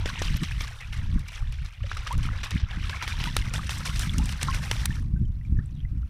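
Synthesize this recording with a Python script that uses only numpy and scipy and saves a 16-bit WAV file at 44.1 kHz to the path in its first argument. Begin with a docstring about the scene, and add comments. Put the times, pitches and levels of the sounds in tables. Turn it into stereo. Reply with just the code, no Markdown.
"""A duck thrashes on a windy lake near a small two-port microphone. Its slaps, with small ticks and swells of
splashing, are bursts of noise with ragged tails; churned water is noise mixed with thousands of random droplets.
Low knocks, ringing bubbles and tiny high drop ticks are damped sines that glide up in pitch; water trickles
off the feathers, and a few drips follow once the duck settles. Gusts buffet the ports throughout as low noise,
over a soft hiss from the lake."""
import sys
import numpy as np
from scipy import signal
from scipy.fft import rfft, irfft, next_fast_len
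from scipy.io import wavfile
from scipy.ndimage import map_coordinates

SR = 44100
rng = np.random.default_rng(int(sys.argv[2]) if len(sys.argv) > 2 else 0)


def dump_mix(stems):
    """Bounce the given channels to the path in sys.argv[1] as a 16-bit WAV at rate SR."""
    frames = np.atleast_2d(stems).T  # one column per channel
    limited = np.clip(frames, -1, 1)  # hard clip at full scale
    pcm = np.round(limited * 32767).astype(np.int16)
    wavfile.write(sys.argv[1], SR, pcm)


def gain_from_db(level_db):
    """Turn a decibel level (scalar or array-like) into a linear amplitude factor."""
    decades = np.asarray(level_db, float) / 20
    return 10 ** decades


N = 268569  # length in samples

# Gusts on the ports. Each row: time in seconds, rumble level in dB, flutter level in dB.
GUSTS = [(0.0, -24, -41), (0.15, -37, -43), (0.32, -21.5, -34.5), (0.6, -27.5, -50.5), (0.8, -39, -58),
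         (0.96, -28.5, -46), (1.17, -21, -30), (1.27, -40, -56), (1.44, -27, -48), (1.76, -46.5, -69),
         (1.83, -27.5, -49), (2.07, -38, -65), (2.17, -21.5, -34), (2.45, -36.5, -46), (2.88, -27, -39),
         (3.02, -35.5, -52.5), (3.14, -31, -38.5), (5.2, -26, -36), (5.33, -34, -45.5),
         (5.55, -21.5, -32.5), (5.74, -33, -44.5), (5.96, -23, -34), (6.09, -34, -49)]
# Churned water, before its brief swells and dips. Each row: time in seconds, body level in dB,
# fine spray level in dB.
CHURN_LEVELS = [(0.0, -42.5, -57), (0.32, -38, -48), (0.6, -43.5, -49), (0.77, -50.5, -54),
                (1.0, -48.5, -59), (1.74, -55, -65), (1.8, -54, -68), (1.9, -44.5, -55), (2.66, -44, -58),
                (3.12, -40, -53.5), (3.5, -42, -51), (3.8, -43, -47), (4.91, -40.5, -45),
                (5.02, -58, -59.5), (5.15, -69.5, -72), (6.09, -68.5, -71)]
# Slaps, small ticks and swells of splashing. 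Each row: start in seconds, burst level in dB, crack level in dB,
# change of the churn body in dB.
SPLASH_HITS = [(0.0576, -6.5, -13, 4.5), (0.0741, -26.5, -18, 0.5), (0.2192, -15.5, -7.5, 5),
               (0.4331, -12, -10, 2), (0.6057, -18, -12.5, 1.5), (0.9253, -25, -38, 3.5),
               (0.962, -42, -36, 2.5), (1.193, -35.5, -16, -2.5), (1.283, -38.5, -13.5, 2.5),
               (1.319, -42, -24, 6.5), (1.5232, -30, -17.5, -1), (1.648, -35, -25, 5),
               (1.913, -22.5, -48, 0.5), (1.97, -22.5, -14, 0.5), (2.07, -18.5, -18, 3),
               (2.126, -31, -9.5, -3.5), (2.178, -44, -14, -0.5), (2.229, -29, -18.5, 3.5),
               (2.432, -18, -16.5, 8.5), (2.4394, -15.5, -15.5, 0.5), (2.447, -40, -9.5, -7),
               (2.5067, -18.5, -7, 2), (2.597, -23.5, -31, -15), (2.694, -46, -44, 2),
               (2.895, -4.5, -14, 3.5), (3.0238, -18, -9, 4.5), (3.077, -8, -9, 6), (3.201, -17.5, -19, 4),
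               (3.2384, -12, -7, 6), (3.3655, 4, 9, 5), (3.5372, -9.5, -1.5, 6), (3.6926, -3.5, -12.5, 8.5),
               (3.854, -14, -5, 6), (3.958, -20, -7.5, 1), (3.9935, -16, 3, 5), (4.1819, -25.5, 0, -2),
               (4.2565, -28, -4, 1), (4.291, -15, -12, 4.5), (4.3235, -20.5, -10.5, -6),
               (4.413, -12, -12.5, 4.5), (4.4293, -3, 6, -1.5), (4.5445, -17.5, -7, 3.5),
               (4.7126, 2.5, 1.5, 3.5), (4.8557, -12.5, 13, -3)]
# Low knocks under some slaps, clear ringing bubbles and tiny high ticks of single drops. Each row: time in
# seconds, level in dB, starting pitch in Hz, t60 in seconds, pitch rise per t60 as a share of the starting pitch.
KNOCKS_AND_BUBBLES = [(0.058, -10, 428, 0.0089, 0.16), (0.218, -3.5, 476, 0.0054, 0.19),
                      (1.84, -38, 550, 0.076, 0.14), (1.915, -18.5, 1090, 0.019, 4),
                      (1.968, -26, 1270, 0.031, 0.18), (2.066, -26, 1194, 0.039, 0.29),
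                      (2.108, -25.5, 895, 0.16, 1.87), (2.289, -21, 1260, 0.014, 0.38),
                      (2.93, -25.5, 1610, 0.03, 0.23), (3.025, -24.5, 976, 0.036, 0.21),
                      (3.271, -29.5, 930, 0.09, 0.36), (3.3663, -7, 400, 0.0081, 0.23),
                      (3.592, -25.5, 1170, 0.046, 0.36), (4.095, -15.5, 3370, 0.019, 0.13),
                      (4.195, -34.5, 823, 0.1, 0.65), (4.484, -22, 1068, 0.14, 0.03),
                      (4.485, -20, 1280, 0.034, 0.4), (4.906, -27.5, 1764, 0.058, 0.18),
                      (5.162, -48, 1540, 0.11, 0.09), (5.253, -49.5, 3040, 0.04, 0.1),
                      (5.412, -49, 1950, 0.043, .1), (5.45, -45, 2300, 0.04, 0.23),
                      (5.546, -45, 5500, 0.0086, 0.056), (5.57, -45, 1750, 0.031, 0.18),
                      (5.589, -36.5, 1650, 0.061, 0.64), (5.592, -52, 1154, 0.2, 2.9),
                      (5.659, -38, 7940, 0.008, 0.05), (5.85, -40.5, 1980, 0.039, 0.15),
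                      (6.03, -46.5, 1330, 0.034, 0.18)]
# Where the duck is. Each row: time in seconds, lead of the left port in milliseconds.
DUCK_BEARING = [(1.8, 0.016), (2.3, 0.0035), (3.6, 0.11), (4.9, 0.11), (5.5, 0.084)]
# Tone of the splashing as the microphone passes it. Each row: frequency in Hz, level in dB.
SPLASH_TONE = [(330, -11.5), (700, -13.5), (1060, -7.5), (1800, -5), (2750, -4.5), (3600, -7),
               (4500, -12.5), (5900, -8.5), (6600, -15), (9200, -14.5), (11500, -19), (14500, -27.5),
               (16000, -44)]
# Tone of the wind's low rumble. Each row: frequency in Hz, level in dB.
RUMBLE_TONE = [(9, -63), (15, -2.5), (62, -1.5), (110, -5.5), (150, -17.5), (240, -120)]
# Tone of the wind's flutter. Each row: frequency in Hz, level in dB.
FLUTTER_TONE = [(59, -71), (100, -15.5), (146, 1), (355, -27.5), (500, -51), (900, -120)]
# Tone of the far water and shore. 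Each row: frequency in Hz, level in dB.
LAKE_TONE = [(240, -57.5), (550, -2), (2750, -8), (4000, -45), (11000, -18), (16000, -30)]
# Colour of the two ports. Each row: frequency in Hz, level of left over right in dB.
PORT_TILT = [(700, 0.5), (1800, -1), (2700, -1), (4200, -9.5), (6400, 0), (9500, 5.5), (14000, -11)]
# Likeness of the wind at the two ports. Each row: frequency in Hz, correlation from 0 to 1.
WIND_LIKENESS = [(30, 0.96), (100, 0.95), (350, 0.56)]
# Likeness of the wash at the two ports. Each row: frequency in Hz, correlation from 0 to 1.
WASH_LIKENESS = [(1200, 0.81), (2500, 0.31)]
# Short puffs on the ports. Each row: centre in seconds, half-width in seconds, flutter change in dB,
# rumble change in dB.
PUFF_HITS = [(0.424, 0.021, 14.5, -4), (1.624, 0.029, 5, 11.5), (2.551, 0.019, 13, 13),
             (4.166, 0.075, 7.5, 6), (5.238, 0.024, 6.5, 3.5)]
# Water running off the feathers. 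Each row: start in seconds, length in seconds, typical drop level in dB,
# typical pitch in Hz.
FEATHER_TRICKLES = [(.8, 0.047, -42.5, 2400), (.92, 0.071, -45, 2080), (1.29, 0.097, -41.5, 2750),
                    (1.53, 0.25, -50.5, 2600), (5.03, 0.46, -61, 3080), (5.69, 0.14, -53.5, 3400)]
# Single pushes of air on both ports. Each row: centre in seconds, level in dB, frequency in Hz.
AIR_PUSHES = [(2.559, -12, 131), (2.637, -11.5, 67), (4.186, -15.5, 140)]


def unit(x):
    """Scales a sound to rms 1."""
    return x / np.sqrt(np.mean(x ** 2) + 1e-20)


def along(points, hz):
    """Reads (Hz, value) points on a log frequency axis."""
    f, v = np.transpose(points)
    return np.interp(np.log(hz + 1), np.log(f + 1), v)


def curves(rows):
    """Gives one value per sample for each column after the time."""
    s, *cols = np.transpose(rows)
    return [np.interp(np.arange(N) / SR, s, c) for c in cols]


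def wobble(rate):
    """Draws a smooth random curve with rate knots a second."""
    knots = rng.standard_normal(int(N * rate / SR) + 4)
    return map_coordinates(knots, [np.arange(N) * rate / SR])


def filtered(x, response):
    """Shapes a sound by a response of frequency."""
    m = next_fast_len(N + 8192)
    hz = np.fft.rfftfreq(m, 1 / SR)
    return irfft(rfft(x, m) * response(hz), m)[..., :N]


def above(hz, edge_hz):
    """Gives the gain of a smooth high-pass at an edge."""
    return 1 - 1 / (1 + (hz / edge_hz) ** 6)


def rush(tone, likeness):
    """Makes stereo noise of rms 1 whose sides correlate by the given likeness."""
    def mid_and_side(hz):
        turn = np.arccos(np.clip(along(likeness, hz), -1, 1)) / 2
        return gain_from_db(along(tone, hz)) * [np.cos(turn), np.sin(turn)]

    mid, side = filtered(rng.standard_normal((2, N)), mid_and_side)
    return unit(np.array([mid + side, mid - side]))


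def lead(s):
    """Gives the milliseconds by which the left port hears the duck first."""
    return np.interp(s, *np.transpose(DUCK_BEARING))


def plinks(s, gain, hz, t60, rise, lead_ms, size, pop_db=0):
    """Rings damped sines with a soft start and rising pitch, reaching the ports at slightly different times."""
    out, k = np.zeros((2, N + size)), np.arange(size)
    margin = 0.0004  # seconds of room for the port that hears first
    at = np.clip((s - margin) * SR, 0, N - 1).astype(int)[:, None] + k
    for port, side in enumerate((-0.5, 0.5)):
        t = np.maximum(k / SR - (margin + side * lead_ms / 1000)[:, None], 0)
        turns = hz[:, None] * (t + rise * t * t / (2 * t60[:, None]))
        swell = 1 - np.exp(-2 * turns)  # builds up over about half a cycle
        age = t / t60[:, None]
        loss_db = 60 * age + pop_db * np.maximum(age - 0.2, 0)  # a pop dies faster from 0.2 t60 on
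        wave = gain[:, None] * swell * gain_from_db(-loss_db) * np.sin(2 * np.pi * turns)
        out[port] = np.bincount(at.ravel(), wave.ravel(), N + size)
    return out[:, :N]


def patter(count, centre_hz, octaves, cycles, spread_db, size, life_octaves=0.46):
    """Rains random droplets around the duck: log-normal pitch and life, some much louder than the rest."""
    u, z = rng.random((count, 2)), rng.standard_normal((count, 3))
    s = u[:, 0] * N / SR
    family = wobble(12)[(u[:, 0] * N).astype(int)]  # drops close in time are alike in size
    hz = np.clip(centre_hz * 2 ** (octaves * (z[:, 0] + 0.5 * family)), 500, 15000)
    t60 = cycles * 2 ** (life_octaves * z[:, 1]) / hz
    gain = gain_from_db(-spread_db * np.log(1 - 0.98 * u[:, 1])) / np.sqrt(t60)
    lead_ms = lead(s) + 0.07 * z[:, 2]
    return plinks(s, gain, hz, t60, 0.12, lead_ms, size)


def wind():
    """Eddies push on the ports in lumps, harder than they pull; crests flutter, and right hears them first."""
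    rumble_db, flutter_db = curves(GUSTS) + puffs()
    rumble = unit(gain_from_db(2.36 * wobble(9)) * rush(RUMBLE_TONE, WIND_LIKENESS))
    crest = np.clip(rumble.mean(0), -3, 3)
    flutter = unit(gain_from_db(3.3 * crest + 3.62 * wobble(18)) * rush(FLUTTER_TONE, WIND_LIKENESS))
    edge = gain_from_db(2.5 * (flutter_db + 31)) * filtered(flutter, lambda hz: above(hz, 220))  # hard gusts reach higher
    lopsided = rumble + 0.08 * (rumble ** 2 - 1)
    both = gain_from_db(rumble_db) * lopsided + gain_from_db(flutter_db) * (flutter + edge)
    shift_s = 0.00036 * np.array([[-1], [1]])  # left later, right earlier
    return filtered(both, lambda hz: above(hz, 8) * np.exp(2j * np.pi * hz * shift_s))


def churn():
    """Broken water washes under small bubbles and thin droplet ticks; the level swells and dips in clumps."""
    spray_swing = 2.1  # fine spray swings wider than the body
    level_db, spray_db = curves(CHURN_LEVELS) + churn_swells() * [[1], [spray_swing]]
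    clumps_db = 1.5 * wobble(30) + 1.5 * wobble(90)
    wash = rush(SPLASH_TONE, WASH_LIKENESS)
    fizz = patter(count=6500, centre_hz=2301, octaves=0.904, cycles=36, spread_db=4.0, size=500)
    ticks = patter(count=6000, centre_hz=5600, octaves=0.65, cycles=9, spread_db=4.6, size=260, life_octaves=1)

    low = lambda hz: 1 - above(hz, 5820)
    high = lambda hz: above(hz, 4500)
    fizz = unit(filtered(fizz, lambda hz: low(hz) * gain_from_db(along(SPLASH_TONE, hz))))
    body = unit(gain_from_db(-7) * unit(filtered(wash, low)) + fizz)
    mist = gain_from_db(clumps_db) * unit(filtered(wash, high))
    ticks = unit(filtered(ticks, lambda hz: above(hz, 3100) * gain_from_db(along(SPLASH_TONE, hz))))
    drops = gain_from_db(2 * clumps_db + 6) * ticks
    return gain_from_db(level_db + clumps_db) * body + gain_from_db(spray_db) * unit(mist + drops)


def lake():
    """The far water and shore give a soft, steady hiss, nearly unrelated at the two ports."""
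    return gain_from_db(-67) * rush(LAKE_TONE, [(1000, 0.1)])


def churn_swells():
    """The churn swells or dips for a moment at each row's time, in dB."""
    rise_s, fall_s = 0.005, 0.067
    t = np.arange(N) / SR
    change_db = np.zeros(N)
    for s, *_, db in SPLASH_HITS:
        age = np.maximum(t - s, 0)
        change_db += db * (1 - np.exp(-age / rise_s)) * np.exp(-(age / fall_s) ** 2)
    return change_db


def splashes():
    """Slaps, small ticks and swells of splashing: a noise burst with a ragged tail, and a thin crack on top."""
    t = np.arange(SR // 5) / SR
    burst, crack = np.zeros((2, 2, N + SR))
    for s, db, crack_db, _ in SPLASH_HITS:
        noise = rng.standard_normal((3, len(t) + 20)).clip(-2, 2)
        shift = round(lead(s) * SR / 1000)  # samples by which right lags
        shared = np.array([noise[0, 10:-10], noise[0, 10 - shift:][:len(t)]])
        onset = 1 - np.exp(-t / 0.0014)
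        pair = (shared + 0.95 * noise[1:, :len(t)]) * onset

        # sheets of water tear into drops: the tail jumps in level every 100 samples
        ragged = rng.standard_normal(len(t) // 100 + 1).clip(-3, 1).repeat(100)[:len(t)]
        tail_t60 = min(0.12 * np.exp(-0.27 * (db + 18.5)), 0.15)  # seconds; louder bursts end sooner
        tail = gain_from_db(7.4 * ragged - 60 * t / tail_t60)

        thump = gain_from_db(-60 * t / 0.015)
        snap = gain_from_db(-60 * t / 0.0097)
        here = slice(round(s * SR), round(s * SR) + len(t))
        burst[:, here] += gain_from_db(db) * (thump + 0.5 * tail) * pair
        crack[:, here] += gain_from_db(crack_db) * (snap + 0.028 * tail) * pair
    middle = lambda hz: gain_from_db(along(SPLASH_TONE, hz)) * (1 - above(hz, 6660))
    top = lambda hz: gain_from_db(along(SPLASH_TONE, hz)) * above(hz, 4500)
    return filtered(burst[:, :N], middle) + filtered(crack[:, :N], top)


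def knocks_and_bubbles():
    """Low knocks of a few cycles, clear ringing bubbles and tiny high drop ticks: sines that rise, then cut off."""
    s, db, hz, t60, rise = np.transpose(KNOCKS_AND_BUBBLES)
    return plinks(s, gain_from_db(db), hz, t60, rise[:, None], lead(s), size=5000, pop_db=184)  # extra loss per t60


def puffs():
    """Short puffs of air change rumble and flutter along bell-shaped curves, in dB."""
    t = np.arange(N) / SR
    change_db = np.zeros((2, N))
    for s, half_width, flutter_db, rumble_db in PUFF_HITS:
        bell = np.exp(-((t - s) / half_width) ** 2)
        change_db += bell * np.array([[rumble_db], [flutter_db]])
    return change_db


def trickles(count=24):
    """Water running off the feathers rings clusters of small bubbles of like pitch."""
    start, length, db, hz = np.repeat(FEATHER_TRICKLES, count, axis=0).T
    z = rng.standard_normal((len(db), 3))
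    s = start + length * rng.random(len(db))
    hz = hz * 2 ** (0.22 * z[:, 0])
    t60 = 45 * 2 ** (0.61 * z[:, 2]) / hz  # typically 45 cycles
    return plinks(s, gain_from_db(db + 3 * z[:, 1]), hz, t60, 0.089, lead(s), size=1500)


def thuds():
    """Each push of air is a brief low pressure swing under a bell-shaped envelope, alike on both ports."""
    t = np.arange(N) / SR
    out = np.zeros(N)
    for s, db, hz in AIR_PUSHES:
        bell = np.exp(-((t - s) * hz / 0.37) ** 2)
        out += gain_from_db(db) * bell * np.cos(2 * np.pi * hz * (t - s) - 0.5)
    return out


def scene():
    """Water sounds pass the differently coloured ports; wind acts on them directly."""
    water = churn() + splashes() + knocks_and_bubbles() + trickles() + lake()
    heard = filtered(water, lambda hz: gain_from_db(along(PORT_TILT, hz) * [[0.5], [-0.5]]))
    return heard + wind() + thuds()


def roll_off(x):
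    """The treble ends steeply here."""
    return signal.sosfilt(signal.butter(12, 16480, fs=SR, output="sos"), x)


def record(dry):
    """Delivers the finished mix."""
    return roll_off(dry)


dry = scene()
out = record(dry)
dump_mix(out)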